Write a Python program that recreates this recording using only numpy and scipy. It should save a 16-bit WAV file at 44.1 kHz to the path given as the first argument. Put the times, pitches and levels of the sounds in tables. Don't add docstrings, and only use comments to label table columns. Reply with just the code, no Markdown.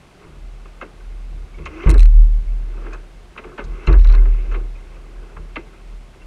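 import sys
import numpy as np
from scipy import signal
from scipy.fft import rfft, irfft, next_fast_len
from scipy.io import wavfile
from scipy.ndimage import uniform_filter1d, minimum_filter1d, map_coordinates

SR = 44100
rng = np.random.default_rng(int(sys.argv[2]) if len(sys.argv) > 2 else 0)


def transcribe(signal):
    frames = np.atleast_2d(signal).T
    limited = np.clip(frames, -1, 1)
    pcm = np.round(limited * 32767).astype(np.int16)
    wavfile.write(sys.argv[1], SR, pcm)


N = 276066
TIME = np.arange(N) / SR

# frequency in Hz, gain in dB.
THUD_COLOUR = [(60, -58.5), (170, -12.5), (260, -10.5), (330, -4), (375, -2), (430, -4.5), (560, -14.5),
               (900, -23), (2000, -69.5)]
SPLASH_COLOUR = [(250, -29.5), (550, 1), (760, -5.5), (1090, -0.5), (1350, 1), (1600, 2.5), (1850, -8),
                 (2500, -21.5), (6000, -67)]
FROTH_COLOUR = [(1000, -40), (1850, -6), (2130, 7.5), (2380, 2), (2680, 1), (3200, -9.5), (4200, -14.5),
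                (4900, -28), (6200, -28), (8000, -49), (12000, -57.5)]
SPRAY_COLOUR = [(1500, -22.5), (3300, -7.5), (4100, 1), (5000, -7.5), (6400, -1.5), (9000, -20),
                (12000, -46), (15000, -60)]
# start in seconds, boom level in dB, beat in Hz, beat depth 0-1,
# rebound decay in seconds, rattle end in seconds after the start, rattle level in dB, its treble in dB.
HARD_LANDINGS = [(1.860, -4, 5.83, 0.58, 0.21, .205, -25.5, -5.5),
                 (3.876, -5.5, 9.04, 0.33, .2, .285, -34.5, -16.5)]


def amp(db):
    return 10 ** (np.asarray(db) / 20)


def unit(x):
    return x / np.sqrt(np.mean(x ** 2) + 1e-20)


def sized(burst, envelope):
    return unit(burst) * np.sqrt(np.mean(envelope ** 2))


def add(track, start_s, sound):
    part = track[max(round(start_s * SR), 0):][:len(sound)]
    part += sound[:len(part)]


def swell(t, peak_s):
    u = np.maximum(t, 0) / max(peak_s, 1e-4)
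    return u * np.exp(1 - u)


def wobble(knots_per_s):
    knots = rng.standard_normal(int(N * knots_per_s / SR) + 4)
    return map_coordinates(knots, [TIME * knots_per_s / SR])


def filtered(x, response):
    size = 2 * next_fast_len(len(x))
    return irfft(rfft(x, size) * response(np.fft.rfftfreq(size, 1 / SR)), size)[:len(x)]


def coloured(x, points):
    point_hz, db = np.transpose(points)

    def response(hz):
        gain = amp(np.interp(np.log(hz + 1), np.log(point_hz), db))
        cepstrum = irfft(np.log(gain))
        half = len(cepstrum) // 2
        cepstrum[1:half] *= 2
        cepstrum[half + 1:] = 0
        return np.exp(rfft(cepstrum))
    return filtered(x, response)


def noise(colour):
    return unit(coloured(rng.standard_normal(N), colour))


def fizz(size, per_s, spread_db):
    hits = rng.random(size) < per_s / SR
    signs = np.sign(rng.standard_normal(size))
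    return unit(hits * signs * amp(spread_db * rng.standard_normal(size)))


def volley(envelope, colour):
    impacts = envelope * fizz(len(envelope), per_s=2500, spread_db=3.0)
    return sized(coloured(impacts, colour), envelope)


def breeze(level_db=-51):
    # frequency in Hz, gain in dB.
    hush_colour = [(30, -3.5), (80, -3.5), (150, 1.5), (220, -5), (390, -9), (700, -8), (1250, -17),
                   (1900, -17), (2600, -18), (3500, -20.5), (6000, -26.5), (9500, -30.5), (12000, -38),
                   (15500, -51)]
    hush = noise(hush_colour)
    return amp(level_db + .5 * wobble(4)) * hush


def bubbles(centre_hz, count=1000, log_spread=.25, ring_cycles=23.4, rise=0.1):
    starts = (rng.random(count) * N).astype(int)
    draws = rng.standard_normal((count, 2))
    hz, gain = centre_hz * np.exp(log_spread * draws[:, :1]), amp(2.5 * draws[:, 1:])
    t = np.arange(SR // 40) / SR
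    life = t * hz / ring_cycles
    decay = np.exp(-4 * life) * (1 - t / t[-1])
    rings = gain * decay * np.sin(2 * np.pi * hz * t * (1 + rise * life))
    samples = starts[:, None] + np.arange(len(t))
    return unit(np.bincount(samples.ravel(), rings.ravel(), N)[:N])


def wash(calm_db=(-62, -65.5, -58), drift_db=1.0, bubble_db=-2, hiss_db=-15):
    # crest in seconds, level in dB, 20 dB rise and fall times in seconds,
    # froth and gurgle in dB over the level.
    surges = [(0.24, -53, 0.16, 0.19, -7, 6.5), (0.86, -57, 0.21, 0.33, -10, 9.5),
              (1.89, -36.5, 0.3, 0.12, -3.5, 5), (2.871, -45.5, 0.34, .24, -6.5, 7.5),
              (3.48, -48, 0.18, 0.34, -10, 8.5), (3.93, -41, 0.31, 0.066, -2.5, 6),
              (4.19, -45.5, .2, 0.23, -15, 8), (4.39, -53.5, 0.35, .3, 3, 3.5),
              (4.57, -47, 0.25, 0.13, -11, 11.5), (4.93, -57, 0.73, 0.25, -3.5, 5.5),
              (5.27, -54, 0.46, 0.38, -7.5, 9), (5.72, -59, 0.35, 0.42, -3, 4.5)]
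    splash_power, froth_power, gurgle_power = amp(calm_db) ** 2
    for crest_s, db, rise_s, fall_s, frothy_db, hollow_db in surges:
        surge_db = db - 20 * np.maximum((crest_s - TIME) / rise_s, (TIME - crest_s) / fall_s)
        splash_power += amp(surge_db) ** 2
        froth_power += amp(surge_db + frothy_db) ** 2
        gurgle_power += amp(surge_db + hollow_db) ** 2
    splash_db, froth_db, gurgle_db = 10 * np.log10([splash_power, froth_power, gurgle_power])
    layers = [(splash_db, SPLASH_COLOUR, 1250), (froth_db, FROTH_COLOUR, 2400),
              (gurgle_db, THUD_COLOUR, 380)]
    offset_db = drift_db * wobble(22)
    out = np.zeros(N)
    for db, colour, bubble_hz in layers:
        rush = unit(coloured(fizz(N, per_s=5000, spread_db=0.5), colour))
        popping = unit(coloured(bubbles(bubble_hz), colour))
        out += amp(db + offset_db) * unit(rush + amp(bubble_db) * popping)
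    hiss = noise([(3500, -9), (6100, -1), (7200, -17.5), (12000, -30.5)])
    return out + amp(froth_db + hiss_db) * hiss


def plips(attack_s=0.0019, t60_s=0.069, rise_per_s=1.0):
    # start in seconds, pitch in Hz, level in dB.
    single_bubbles = [(1.005, 1510, -42.5), (1.543, 2210, -40), (1.662, 2260, -43), (2.478, 2150, -43.5),
                      (2.93, 2480, -32.5), (4.178, 2064, -32.5), (4.754, 2430, -42), (5.225, 1470, -45),
                      (6.215, 2660, -42)]
    out, t = np.zeros(N), np.arange(SR // 8) / SR
    for start_s, hz, db in single_bubbles:
        envelope = amp(db - 60 * t / t60_s) * (1 - np.exp(-t / attack_s))
        add(out, start_s, envelope * np.sin(2 * np.pi * hz * t * (1 + rise_per_s * t)))
    return out


def spray(peak_s=0.0046, lead_s=.003):
    # time in seconds, level in dB.
    patters = [(1.656, -44), (2.932, -48), (3.642, -48), (3.868, -45), (4.519, -55)]
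    out, t = np.zeros(N), np.arange(SR // 10) / SR
    for at_s, db in patters:
        add(out, at_s - lead_s, amp(db) * volley(swell(t, peak_s), SPRAY_COLOUR))
    return out


def dispersed(x, travel_s=.007):
    def response(hz):
        delay_s = travel_s * np.maximum(np.sqrt(1000 / np.maximum(hz, 300)) - .5, 0)
        return np.exp(-2j * np.pi * np.cumsum(delay_s) * hz[1])
    return filtered(x, response)


def slaps(splash_db=-6, froth_db=-2.0, thud_db=-2, spray_db=-37, tail_db=-20):
    # time in seconds, level in dB, froth and thud offsets in dB, length in seconds.
    wavelets = [(0.656, -36, -12, -16, 0.01), (0.812, -24.5, -11, -8.5, 0.022),
                (1.002, -50, -4, -20, 0.013), (1.584, -42.5, -2.5, 5, 0.0087),
                (1.659, -27, -3.5, -10, .018), (1.834, -34.5, 0.5, 1.5, .008),
                (1.868, -22, -9.5, 0.5, 0.018), (1.892, -19, -6, -1.5, 0.017),
                (1.941, -25.5, -22.5, 2.5, 0.022), (2.865, -29.5, -28, -13, 0.0083),
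                (2.926, -31.5, -18, -12, 0.034), (3.362, -29, -20, -18, 0.0062),
                (3.378, -27.5, -5, -10, 0.016), (3.44, -33, -8.5, -0.5, 0.011),
                (3.579, -24, -12, -3.5, 0.033), (3.872, -22.5, -6, 0, 0.017),
                (3.886, -22.5, -16.5, 1, 0.02), (3.929, -25.5, -17, -1.5, 0.03),
                (4.047, -30, -13, -10.5, 0.015), (4.093, -33, -12, -2.5, 0.032),
                (4.136, -28, -13.5, -7.5, 0.031), (4.255, -30, -17, -6, .01),
                (4.512, -31.5, -10.5, -7, 0.023), (4.541, -28.5, -7, -4, 0.021), (4.957, -44, -9, -6, .019),
                (5.366, -31, -16, -10, .013), (5.559, -21, -4, -6, 0.013), (6.138, -44, -11, -2, .014),
                (6.217, -46.5, -8, -15, .016)]
    lead_s, wetting_s, thud_lag_s = .003, .0012, 0.0018
    out, t = np.zeros(N), np.arange(SR // 5) / SR
    wetting = 1 - np.exp(-t / wetting_s)
    tail = amp(tail_db) * swell(t, peak_s=0.017)
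    push = swell(t - thud_lag_s, peak_s=0.0081) + 0.2 * swell(t, peak_s=0.028)
    for at_s, db, frothy_db, heavy_db, length_s in wavelets:
        wet = wetting * np.exp(-(t / length_s) ** 2) + tail
        layers = [(splash_db, wet, SPLASH_COLOUR),
                  (frothy_db + froth_db, wet, FROTH_COLOUR),
                  (heavy_db + thud_db, push, THUD_COLOUR),
                  (spray_db, swell(t, 0.2 * length_s), SPRAY_COLOUR)]
        blow = sum(amp(db + layer_db) * volley(shape, colour) for layer_db, shape, colour in layers)
        add(out, at_s - lead_s, dispersed(blow))
    return out


def hull_skin(water):
    # centre in Hz, width in Hz, gain in dB.
    skin_modes = [(368, 21, -8.5), (924, 16, 0), (1087, 23, 4.5), (1228, 180, -4.5), (1500, 7.2, -4.5),
                  (2064, 37, 1), (2250, 8.3, -22), (2610, 180, 0.5), (3080, 130, -3.5)]

    def response(hz):
        return sum(amp(db) * 1j * hz * width_hz / (centre_hz ** 2 - hz ** 2 + 1j * hz * width_hz)
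                   for centre_hz, width_hz, db in skin_modes)
    return water + filtered(water, response)


def air_pocket(start_s=1.67, length_s=0.207, from_hz=250, to_hz=360, level_db=-34):
    squeeze = np.clip((TIME - start_s) / length_s, 0, 1)
    hz = from_hz + (to_hz - from_hz) * np.sqrt(squeeze)
    phase = 2 * np.pi * np.cumsum(hz * (1 + .02 * wobble(70))) / SR
    envelope = np.sin(np.pi * squeeze) ** 2 * amp(level_db + 2.5 * wobble(90))
    return envelope * np.sin(phase)


def clink(start_s=3.872, attack_s=0.0011):
    # frequency in Hz, level in dB, t60 in seconds.
    partials = [(2700, -18, 0.035), (4080, -28.5, 0.04)]
    t = np.maximum(TIME - start_s, 0)
    ring = sum(amp(db - 60 * t / t60_s) * np.sin(2 * np.pi * hz * t) for hz, db, t60_s in partials)
    return (1 - np.exp(-t / attack_s)) * ring


def contact(treble_db, peak_s=0.00071):
    # frequency in Hz, gain in dB.
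    body_colour = [(500, -21), (1300, -5.5), (2450, 0.5), (3200, -8.5), (3750, -3.5), (4100, 5),
                   (4900, -17), (5700, -8.5), (7000, -30.5), (14000, -55)]
    top_colour = [(3500, -40.5), (5750, 2), (7200, 1), (9000, 8), (10300, -5), (11800, -8.5), (15000, -22)]
    envelope = swell(np.arange(SR // 40) / SR, peak_s)
    scrape = envelope * rng.standard_normal(len(envelope))
    body = sized(coloured(scrape, body_colour), envelope)
    top = sized(coloured(scrape, top_colour), envelope)
    return body + amp(treble_db) * top


def deck_cycles(age_s, deck_hz=38.1, jolt_hz=8.7, settle_s=.125):
    hz = deck_hz + jolt_hz * np.exp(-(age_s / settle_s) ** 4)
    return np.cumsum(hz * (age_s > 0)) / SR


def chatter(loosen_s=.108, scatter_db=3, dulling_db_per_s=40):
    # start in seconds, level in dB, treble in dB.
    cracks = [(1.894, -28.5, 2.5), (1.902, -22, -0.5), (1.908, -27, -4), (1.913, -24.5, -6),
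              (1.942, -32, -8), (3.928, -30, -22)]
    # phase in cycles, level in dB, chance of a hit.
    sides = [(.46, 0, .9), (0.048, -5, .6)]
    out = np.zeros(N)
    for start_s, db, treble_db in cracks:
        add(out, start_s, amp(db) * contact(treble_db))
    for start_s, *_, end_s, db, treble_db in HARD_LANDINGS:
        cycles = deck_cycles(np.maximum(TIME - start_s, 0))
        for phase, side_db, chance in sides:
            crossings = np.diff(np.floor(cycles - phase)) > 0
            ages_s = TIME[1:][crossings] - start_s
            for age_s in ages_s[(ages_s > loosen_s) & (ages_s < end_s)]:
                hit = rng.random() < chance
                gain = hit * amp(db + side_db + scatter_db * rng.standard_normal())
                add(out, start_s + age_s, gain * contact(treble_db - dulling_db_per_s * age_s))
    return out


def bow_slams(push_peak_s=0.016, blow_db=-7, trim_db=-6.5):
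    # start in seconds, level in dB.
    landings = [(0.25, -41.5), (0.341, -41), (1.319, -39), (1.411, -47), (1.587, -32), (1.863, -9.5),
                (3.646, -34), (3.702, -39), (3.878, -14.5), (5.369, -38.5)]
    # frequency in Hz, gain in dB, t60 in seconds.
    hull_modes = [(68.1, 7.5, 0.84), (107, -7, 0.18), (148.1, 2, 0.34), (182, -7, 0.06), (247.5, -12, 0.38),
                  (325.8, -6, 0.2), (465, -12, 0.051), (965, -18.5, 0.13), (1123, -17, 0.14)]
    out, t = np.zeros(N), np.arange(SR // 2) / SR
    push = swell(t, push_peak_s)
    blow = amp(blow_db) * unit(signal.unit_impulse(len(t)))
    for start_s, db in landings:
        for hz, mode_db, t60_s in hull_modes:
            ring = np.sin(2 * np.pi * hz * t) * amp(-60 * t / t60_s)
            pounding = unit(push * fizz(len(t), per_s=1300, spread_db=-0.5))
            driven = signal.fftconvolve(blow + pounding, ring)[:len(t)]
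            add(out, start_s, amp(db + mode_db + trim_db) * sized(driven, push))
    return out


def deck_boom(drone_hz=39.2, drone_db=-1, drift_db=3, octave_db=-32, shudder_db=-35):
    # time in seconds, level in dB.
    drone_levels = [
        [(0.0, -55), (0.22, -56.5), (0.446, -30.5), (0.932, -45), (1.082, -29), (1.444, -28), (1.468, -44),
         (1.568, -29.5), (1.724, -41), (1.8, -38)],
        [(3.0, -37.5), (3.108, -60), (3.162, -34), (3.31, -41), (3.334, -53), (3.486, -38), (3.572, -58),
         (3.604, -36.5), (3.718, -21.5), (3.82, -36.5)],
        [(4.85, -38), (4.912, -36), (5.1, -43.5), (5.194, -30.5), (5.3, -42), (5.406, -30), (5.756, -43.5),
         (5.948, -29.5), (6.168, -49.5), (6.26, -34)],
    ]
    attack_s, hold_s, collapse_power, beat_fade_s = 0.015, 0.48, 4.16, 0.6
    rebound_delay_s, rebound_rise_s, rebound_db = 0.598, 0.026, -10
    contour_db = np.interp(TIME, *np.vstack(drone_levels).T)
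    level = amp(drone_db + contour_db + drift_db * wobble(16))
    out = level * np.sin(2 * np.pi * np.cumsum(drone_hz + 2 * wobble(12)) / SR)
    for start_s, db, beat_hz, beat_depth, rebound_decay_s, *_ in HARD_LANDINGS:
        age_s = np.maximum(TIME - start_s, 0)
        held = (1 - np.exp(-age_s / attack_s)) * np.exp(-(age_s / hold_s) ** collapse_power)
        beat = np.abs(1 + beat_depth * np.exp(-age_s / beat_fade_s + 2j * np.pi * beat_hz * age_s))
        late_s = np.maximum(age_s - rebound_delay_s, 0)
        rebound = (1 - np.exp(-late_s / rebound_rise_s)) * np.exp(-late_s / rebound_decay_s)
        boom = amp(db) * (held * beat + amp(rebound_db) * rebound)
        phase = 2 * np.pi * deck_cycles(age_s)
        out += boom * (np.sin(phase) + amp(octave_db) * boom * np.sin(2 * phase))
        level = np.hypot(level, boom)
    shudder = noise([(25, -23.0), (62, 2.5), (100, -7.5), (150, -8.5), (230, -17), (500, -61.5)])
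    return np.sqrt(2) * out + amp(shudder_db) * level ** 0.43 * shudder


def scene(water_db=-2.0):
    water = amp(water_db) * hull_skin(wash() + slaps() + spray()) + plips() + air_pocket()
    boat = bow_slams() + deck_boom() + chatter() + clink()
    return (water + boat + breeze())[None]


def record(dry, ceiling=0.97, whine_hz=3900, whine_db=-68, top_hz=15750):
    needed_gain = np.minimum(1, ceiling / (np.abs(dry[0]) + 1e-9))
    limited = dry[0] * uniform_filter1d(minimum_filter1d(needed_gain, size=1300), size=900)
    harmonics = sum(np.cos(2 * np.pi * k * whine_hz * TIME) for k in range(1, 5))
    whine = amp(whine_db) * limited * harmonics
    return filtered(limited + whine, lambda hz: hz < top_hz)[None]


dry = scene()
out = record(dry)
transcribe(out)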